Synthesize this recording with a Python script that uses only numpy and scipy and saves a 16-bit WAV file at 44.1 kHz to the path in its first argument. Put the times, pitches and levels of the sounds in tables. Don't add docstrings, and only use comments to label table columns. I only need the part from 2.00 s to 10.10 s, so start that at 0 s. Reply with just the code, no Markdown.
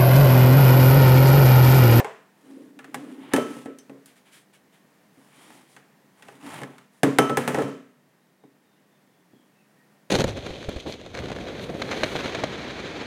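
import sys
import numpy as np
from scipy import signal
from scipy.fft import rfft, irfft
from scipy.io import wavfile

SR = 44100
rng = np.random.default_rng(int(sys.argv[2]) if len(sys.argv) > 2 else 0)


def transcribe(u):
    v = np.clip(np.atleast_2d(u).T, -1, 1)
    q = np.round(v * 32767).astype(np.int16)
    wavfile.write(sys.argv[1], SR, q)


N = 357210


def gain_of(db):
    return 10 ** (np.asarray(db) / 20)


def unit_rms(x):
    return x / np.sqrt(np.mean(x ** 2) + 1e-20)


def add(mix, start_s, sound):
    part = mix[max(round(start_s * SR), 0):][:len(sound)]
    part += sound[:len(part)]


def noise(spectrum, size):
    hz, db = np.transpose(spectrum)
    f = np.fft.rfftfreq(size, 1 / SR) + 1
    skirts = np.minimum(f / hz[0], 1) ** 2 * np.minimum(hz[-1] / f, 1) ** 2
    colour = gain_of(np.interp(np.log(f), np.log(hz), db))
    return unit_rms(irfft(rfft(rng.standard_normal(size)) * skirts * colour, size))


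def band(x, low_hz, high_hz):
    return signal.sosfilt(signal.butter(3, [low_hz, high_hz], "band", fs=SR, output="sos"), x)


def wander(rate_hz, size):
    f = np.fft.rfftfreq(size, 1 / SR)
    return unit_rms(irfft(rfft(rng.standard_normal(size)) * np.exp(-(f / rate_hz) ** 2), size))


def ring(modes, t, spread_db):
    hz, db, t60_s = np.transpose(modes)[:, :, None]
    strength = gain_of(db + spread_db * rng.standard_normal(hz.shape)) * rng.choice([-1, 1], hz.shape)
    return (strength * gain_of(-60 * t / t60_s) * np.sin(2 * np.pi * hz * t)).sum(0)


def pushes(rows, power, db_column):
    out = np.zeros(N)
    for row in rows:
        size = int(row[1] * SR)
        arch = np.sin(np.pi * (np.arange(size) + .5) / size) ** power
        add(out, row[0], gain_of(row[db_column]) * arch)
    return out


# freq_hz, density_db
ROOM_SPECTRUM = [(24, -77), (40, -50.5), (124, -10), (140, -1), (199, -3.5), (283, -3), (382, -6.5),
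                 (715, -10.5), (831, -11), (1370, -16), (1810, -14), (2570, -20), (3560, -23.5),
                 (6490, -26.5), (16000, -29.5)]
def room_tone():
    return gain_of(-61.5) * noise(ROOM_SPECTRUM, N) * gain_of(.58 * wander(1.9, N))


# pitch_hz, level_db
HUM_TONES = [(198, -70), (1838, -79.5)]
def computer_hum():
    out = np.zeros(N)
    for pitch_hz, level_db in HUM_TONES:
        hz = pitch_hz + 6 * wander(8, N)
        out += gain_of(level_db) * unit_rms(np.sin(2 * np.pi * np.cumsum(hz) / SR))
    return out


# start_s, length_s, pitch_hz, level_db
WHISTLES = [(6.176, .11, 3830, -80.5), (6.381, .08, 3765, -77.5), (6.616, 0.15, 3664, -80),
            (6.751, .06, 2825, -78), (6.9, 0.086, 3540, -76), (7.1, 0.1, 3480, -76),
            (7.298, 0.14, 3260, -73), (7.528, 0.096, 2590, -72.5), (7.75, .07, 1870, -69)]
def bird():
    sag_hz_per_s = 1230
    out, t = np.zeros(N), np.arange(SR // 2) / SR
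    for start_s, length_s, pitch_hz, level_db in WHISTLES:
        size = int(length_s * SR)
        glide_hz = pitch_hz - sag_hz_per_s * (np.arange(size) / SR - length_s / 2)
        hz = glide_hz * (1 + .026 * wander(120, size))
        whistle = np.sin(2 * np.pi * np.cumsum(hz) / SR) * signal.windows.tukey(size, .5)
        add(out, start_s, gain_of(level_db) * unit_rms(whistle))
    echo = rng.standard_normal(len(t)) * np.exp(-t / .051)
    return signal.fftconvolve(out, echo / np.linalg.norm(echo))[:N]


def in_room(x, room_db=-9, t60_s=.35):
    t = np.arange(SR // 2) / SR
    tail = rng.standard_normal(len(t)) * gain_of(-60 * t / t60_s)
    return x + gain_of(room_db) * signal.fftconvolve(x, tail / np.linalg.norm(tail))[:N]


# freq_hz, density_db
RUB_SPECTRUM = [(100, -12), (140, 7.5), (300, -9), (850, 3.5), (1300, -2.5), (2000, -4.5), (3300, -7.5),
                (5000, -30)]
HISS_SPECTRUM = [(2000, -25.5), (3600, 0.5), (5500, -1), (7500, 0.5), (9700, 3.5), (11500, -4),
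                 (16000, -12.5)]
# start_s, length_s, rub_db, hiss_db
RUBS = [(0.34, 0.41, -59.5, -65), (0.87, 0.4, -53, -63), (1.17, 0.17, -48.5, -65.5),
        (1.308, 0.078, -36, -61), (1.4, 0.28, -48, -54), (3.1, 0.31, -60, -65), (3.32, 0.36, -55, -58.5),
        (3.65, 0.17, -66, -61.5), (4.11, 0.41, -55, -62), (4.4, 0.27, -40, -50), (4.6, 0.26, -55.5, -67.5),
        (4.91, 0.11, -64, -64.5), (5.52, 0.16, -47, -49), (7.36, 0.74, -75.5, -77)]
def rubbing():
    catches_per_s, catch_decay_s, uneven_db = 200, .0013, 1.1
    catches = (rng.random(N) < catches_per_s / SR) * gain_of(3 * np.minimum(rng.exponential(1, N), 3))
    grain = unit_rms(1 + .5 * signal.lfilter([1], [1, -np.exp(-1 / (catch_decay_s * SR))], catches))
    texture = grain * gain_of(uneven_db * wander(35, N))
    rub = gain_of(-2.5) * noise(RUB_SPECTRUM, N) * pushes(RUBS, power=1.1, db_column=2)
    hiss = gain_of(-3) * noise(HISS_SPECTRUM, N) * pushes(RUBS, power=1.1, db_column=3)
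    return band(texture * (rub + hiss), 79, 19000)


# freq_hz, density_db
HOLLOW_SPECTRUM = [(1000, -5.5), (1700, -1), (2000, -0.5), (2350, 2), (2700, -3.5), (3200, 0), (4200, -12),
                   (6000, -31)]
# start_s, length_s, rasp_db, hiss_db
BRUSHES = [(1.192, 0.28, -56.5, -79), (2.051, 0.096, -61, -62), (2.15, 0.069, -61.5, -64.5),
           (2.246, 0.088, -60.5, -67), (2.308, 0.12, -55, -56), (2.525, 0.061, -58.5, -62),
           (2.716, 0.092, -64, -67.5), (3.278, 0.43, -59, -64.5), (3.678, 0.11, -67, -71)]
def brushing():
    out = np.zeros(N)
    for start_s, length_s, rasp_db, hiss_db in BRUSHES:
        size = int(2 * length_s * SR)
        age = np.arange(size) / (length_s * SR / 3)
        swell = (age * np.exp(1 - age)) ** 1.7
        rasp = gain_of(rasp_db) * noise(HOLLOW_SPECTRUM, size)
        hiss = gain_of(hiss_db) * noise(HISS_SPECTRUM, size)
        add(out, start_s, swell * (rasp + hiss))
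    return out


# centre_hz, width_hz, level_db
ROLL_RESONANCES = [(140, 13, -15), (276, 89, 3), (447, 320, -10)]
# start_s, length_s, level_db
ROLLS = [(0.41, 0.31, -46), (0.56, 0.082, -54), (0.62, 0.35, -51.5), (0.88, 0.33, -40), (1.15, 0.18, -44),
         (1.45, 0.09, -34), (3.3, 0.39, -56), (4.17, 0.51, -57), (4.42, 0.13, -45), (4.52, 0.23, -44),
         (5.23, 0.2, -34), (5.47, 0.25, -28)]
def rolling():
    f = np.fft.rfftfreq(N, 1 / SR)
    body = sum(gain_of(db) / (1 + (2 * (f - hz) / width_hz) ** 2) ** 1.5
               for hz, width_hz, db in ROLL_RESONANCES)
    rumble = unit_rms(band(irfft(rfft(rng.standard_normal(N)) * body, N), 140, 600))
    lumps = gain_of(wander(19, N))
    return gain_of(-1.5) * rumble * lumps * pushes(ROLLS, power=1, db_column=2)


# low_hz, high_hz, level_window_s, tail_t60_s
REGISTERS = [(100, 210, .05, .42), (210, 390, .05, .46), (390, 660, .025, .43), (660, 1050, .025, .45),
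             (1050, 3500, .015, .54), (3500, 7500, .01, .52), (7500, 15000, .01, .43)]
# trim_db, snap_db, contact_decay_s, base_tail_db, modes_db
VOICING = [(1, -23, 0.034, -5.5, 0.5), (1, -19.5, .018, -7, 7.5), (2, -9, 0.0078, -8, -2),
           (0, -2, 0.002, -5, 3.5), (1.5, -15.5, 0.0058, -11.5, -3.5), (0.5, -7, 0.0042, -12, -14.5),
           (2.5, -8, .0024, -16, -8.5)]
# freq_hz, density_db
CONTACT_SPECTRUM = [(90, -32), (130, -12), (200, -7), (270, -5), (450, 0.5), (820, -19.5), (1050, -13.5),
                    (1800, -12), (2700, -19), (4200, -29.5), (6500, -30.5), (9400, -25.5), (12000, -33.5),
                    (16000, -35)]
# freq_hz, level_db, t60_s
DESK_MODES = [(136.7, 6, 0.32), (201, -4.5, 0.35), (244, -0.5, 0.76), (274.3, 8, 0.45), (305, 3, 0.25),
              (408, 4.5, 0.3), (446.3, 1.5, 0.35), (514.4, 3.5, 0.23), (561, -9, .25), (601, -1.5, 0.18),
              (749.6, -2, 0.069), (815, 0.5, 0.1), (871, -6.5, .13), (1130, -11.5, 0.063), (1517, -6, .09),
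              (1716, 3, 0.0736), (1902, -1.5, 0.1), (2154, 3.5, 0.031), (2660, -1.5, 0.029), (6400, 0, .04),
              (8110, -24, 0.058), (8900, 7, 0.05)]
def blow(levels_db, tail_db):
    t = np.arange(32768) / SR
    impulse = band(signal.unit_impulse(len(t)), 80, 11500)
    contact, out = noise(CONTACT_SPECTRUM, len(t)), np.zeros(len(t))
    early_echoes = gain_of(-1.5) * np.exp(-t / .0084)
    for level_db, (low_hz, high_hz, window_s, t60_s), voicing in zip(levels_db, REGISTERS, VOICING):
        trim_db, snap_db, decay_s, base_tail_db, modes_db = voicing
        head = slice(int(window_s * SR))
        tail = gain_of(base_tail_db + tail_db - 60 * t / t60_s)
        envelope = np.sqrt(np.exp(-t / decay_s) ** 2 + early_echoes ** 2 + tail ** 2)
        crack = band(contact * envelope, low_hz, high_hz)
        modes = [mode for mode in DESK_MODES if low_hz < mode[0] < high_hz]
        body = band(ring(modes, t, spread_db=5.5), 110, 10000)
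        snap = band(impulse, low_hz, high_hz)
        parts = [(0, crack), (modes_db, body), (snap_db, snap)]
        sound = sum(gain_of(db) * part / part[head].std() for db, part in parts)
        out += gain_of(level_db + trim_db) * sound / sound[head].std()
    return out


def octaves_above(hz):
    return np.log2([np.sqrt(low * high) / hz for low, high, *_ in REGISTERS])


# start_s, level_db, pitch_hz, falloff_db_per_octave, tail_db
THUMPS = [(1.38, -17, 382, 18.5, -1), (1.565, -38.5, 320, 14.5, -0.5), (3.174, -57, 238, 8, 0),
          (5.068, -23, 230, 16.5, -6), (5.575, -21, 580, 14, 12), (5.68, -35.5, 335, 5, 13.5),
          (6.437, -50.5, 376, 7, -4), (7.333, -55.5, 280, 8, -4)]
def thumps():
    out = np.zeros(N)
    for start_s, level_db, pitch_hz, falloff, tail_db in THUMPS:
        add(out, start_s, blow(level_db - falloff * abs(octaves_above(pitch_hz)), tail_db))
    return out


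# freq_hz, level_db, t60_s
GLASS_MODES = [(1310, 0, .56), (3072, -13, .45), (5254, -30, .4), (5680, -28, .38), (6192, -24.5, .52),
               (8075, -27, .28), (8958, -23, .24), (10490, -28, .3), (11300, -31, .3)]
def glass_ring(t, tilt_db_per_octave=0):
    lowest_hz = GLASS_MODES[0][0]
    modes = [(hz, db + tilt_db_per_octave * np.log2(hz / lowest_hz), t60_s)
             for hz, db, t60_s in GLASS_MODES]
    return sum(ring([mode], t, spread_db=.8) * (1 + .3 * wander(45, len(t))) for mode in modes)


def tink(start_s=1.787, level_db=-26.5, decay_s=.032):
    out, t = np.zeros(N), np.arange(SR // 2) / SR
    add(out, start_s, gain_of(level_db) * band(glass_ring(t), 4200, 7900) * np.exp(-t / decay_s))
    return out


# start_s, level_db, pitch_hz
TICKS = [(0.79, -47, 1900), (0.8438, -48.5, 1900), (1.786, -53, 7000), (2.059, -53, 8500),
         (3.5036, -54, 1300), (3.7646, -50, 2100), (4.2238, -49.5, 2552), (4.285, -46, 1198),
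         (4.6341, -40, 1810), (4.782, -51.5, 2380)]
def ticks(falloff_db_per_octave=6, ring_db=-20.5):
    out, t = np.zeros(N), np.arange(SR // 2) / SR
    for start_s, level_db, pitch_hz in TICKS:
        levels_db = level_db - falloff_db_per_octave * abs(octaves_above(pitch_hz))
        add(out, start_s, blow(levels_db, tail_db=0))
        add(out, start_s, gain_of(level_db + ring_db) * glass_ring(t))
    return out


# freq_hz, level_db
KNOCK_SPECTRUM = [(500, 0), (830, -2), (1900, -2.5), (5100, -9), (10600, -12)]
# thud_db, boom_db, ring_db, tail_db
KNOCKS = [(0.0, -26.5, -1.97, -26, -33, -33, -4.5), (0.0455, -30.5, -3, -24.5, -27, -23, 4),
          (0.944, -34.5, .7, -33, -15.5, -23, -5.5), (1.336, -25.5, 1.5, 4.5, -12, -3, -1.5),
          (1.363, -30.5, 1.1, -2, -11, -10, 3.5), (1.6582, -46, -1, 7, -12, -5, 4),
          (1.896, -51.5, -1.5, 6, -4.5, -28, 1.5), (4.617, -40.5, -1.3, -9, -3, -26, -3),
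          (5.0325, -21, 0.3, 0.5, -6, -27.5, -0.5), (5.186, -14.5, 0.1, -4, -11, -1.5, -1.5),
          (5.296, -26, -2, -5, -6, 0, 1.5), (5.3716, -20, -0.07, -8, -10, -12, 2),
          (5.4767, -25, 0.57, -7, -8, -9, 2), (5.5453, -24.5, -1.5, -8, -8, -14, 4),
          (5.586, -26, -3.5, -15.5, -22.5, -5, 16), (5.62, -37, -0.5, 3, 3.5, 6.5, -1)]
def knocks(pivot_hz=700, thud_spill=.3):
    out, t = np.zeros(N), np.arange(SR) / SR
    octaves = octaves_above(pivot_hz)
    hz, db = np.transpose(KNOCK_SPECTRUM)
    colour_db = np.interp(octaves, np.log2(hz / pivot_hz), db)
    for start_s, level_db, hardness, thud_db, boom_db, ring_db, tail_db in KNOCKS:
        _, _, knock_db, *upper_db = colour_db + hardness * octaves
        levels_db = level_db + np.r_[boom_db, thud_db, knock_db + thud_spill * thud_db, upper_db]
        add(out, start_s, blow(levels_db, tail_db))
        add(out, start_s, gain_of(level_db + ring_db) * glass_ring(t, 1.7 * hardness))
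    return out


def scene():
    blows = knocks() + thumps() + ticks() + tink()
    slides = in_room(rolling() + rubbing())
    return (blows + slides + brushing() + bird() + room_tone() + computer_hum())[None]


def record(dry):
    threshold_db, ratio, average_s, held_fall_db_per_s, cutoff_hz = -25, 2, .3, 1.5, 16200
    pole = np.exp(-1 / (average_s * SR))
    power_db = 10 * np.log10(signal.lfilter([1 - pole], [1, -pole], dry[0] ** 2) + 1e-12)
    fall_db = np.arange(N) * held_fall_db_per_s / SR
    held_db = np.maximum.accumulate(power_db + fall_db) - fall_db
    duck_db = np.maximum(held_db - threshold_db, 0) * (1 - 1 / ratio)
    rounded = np.tanh(dry * gain_of(-duck_db))
    low_pass = signal.firwin(511, cutoff_hz, window=("kaiser", 9), fs=SR)
    return signal.oaconvolve(rounded, low_pass[None], "same")


dry = scene()
out = record(dry)
transcribe(out)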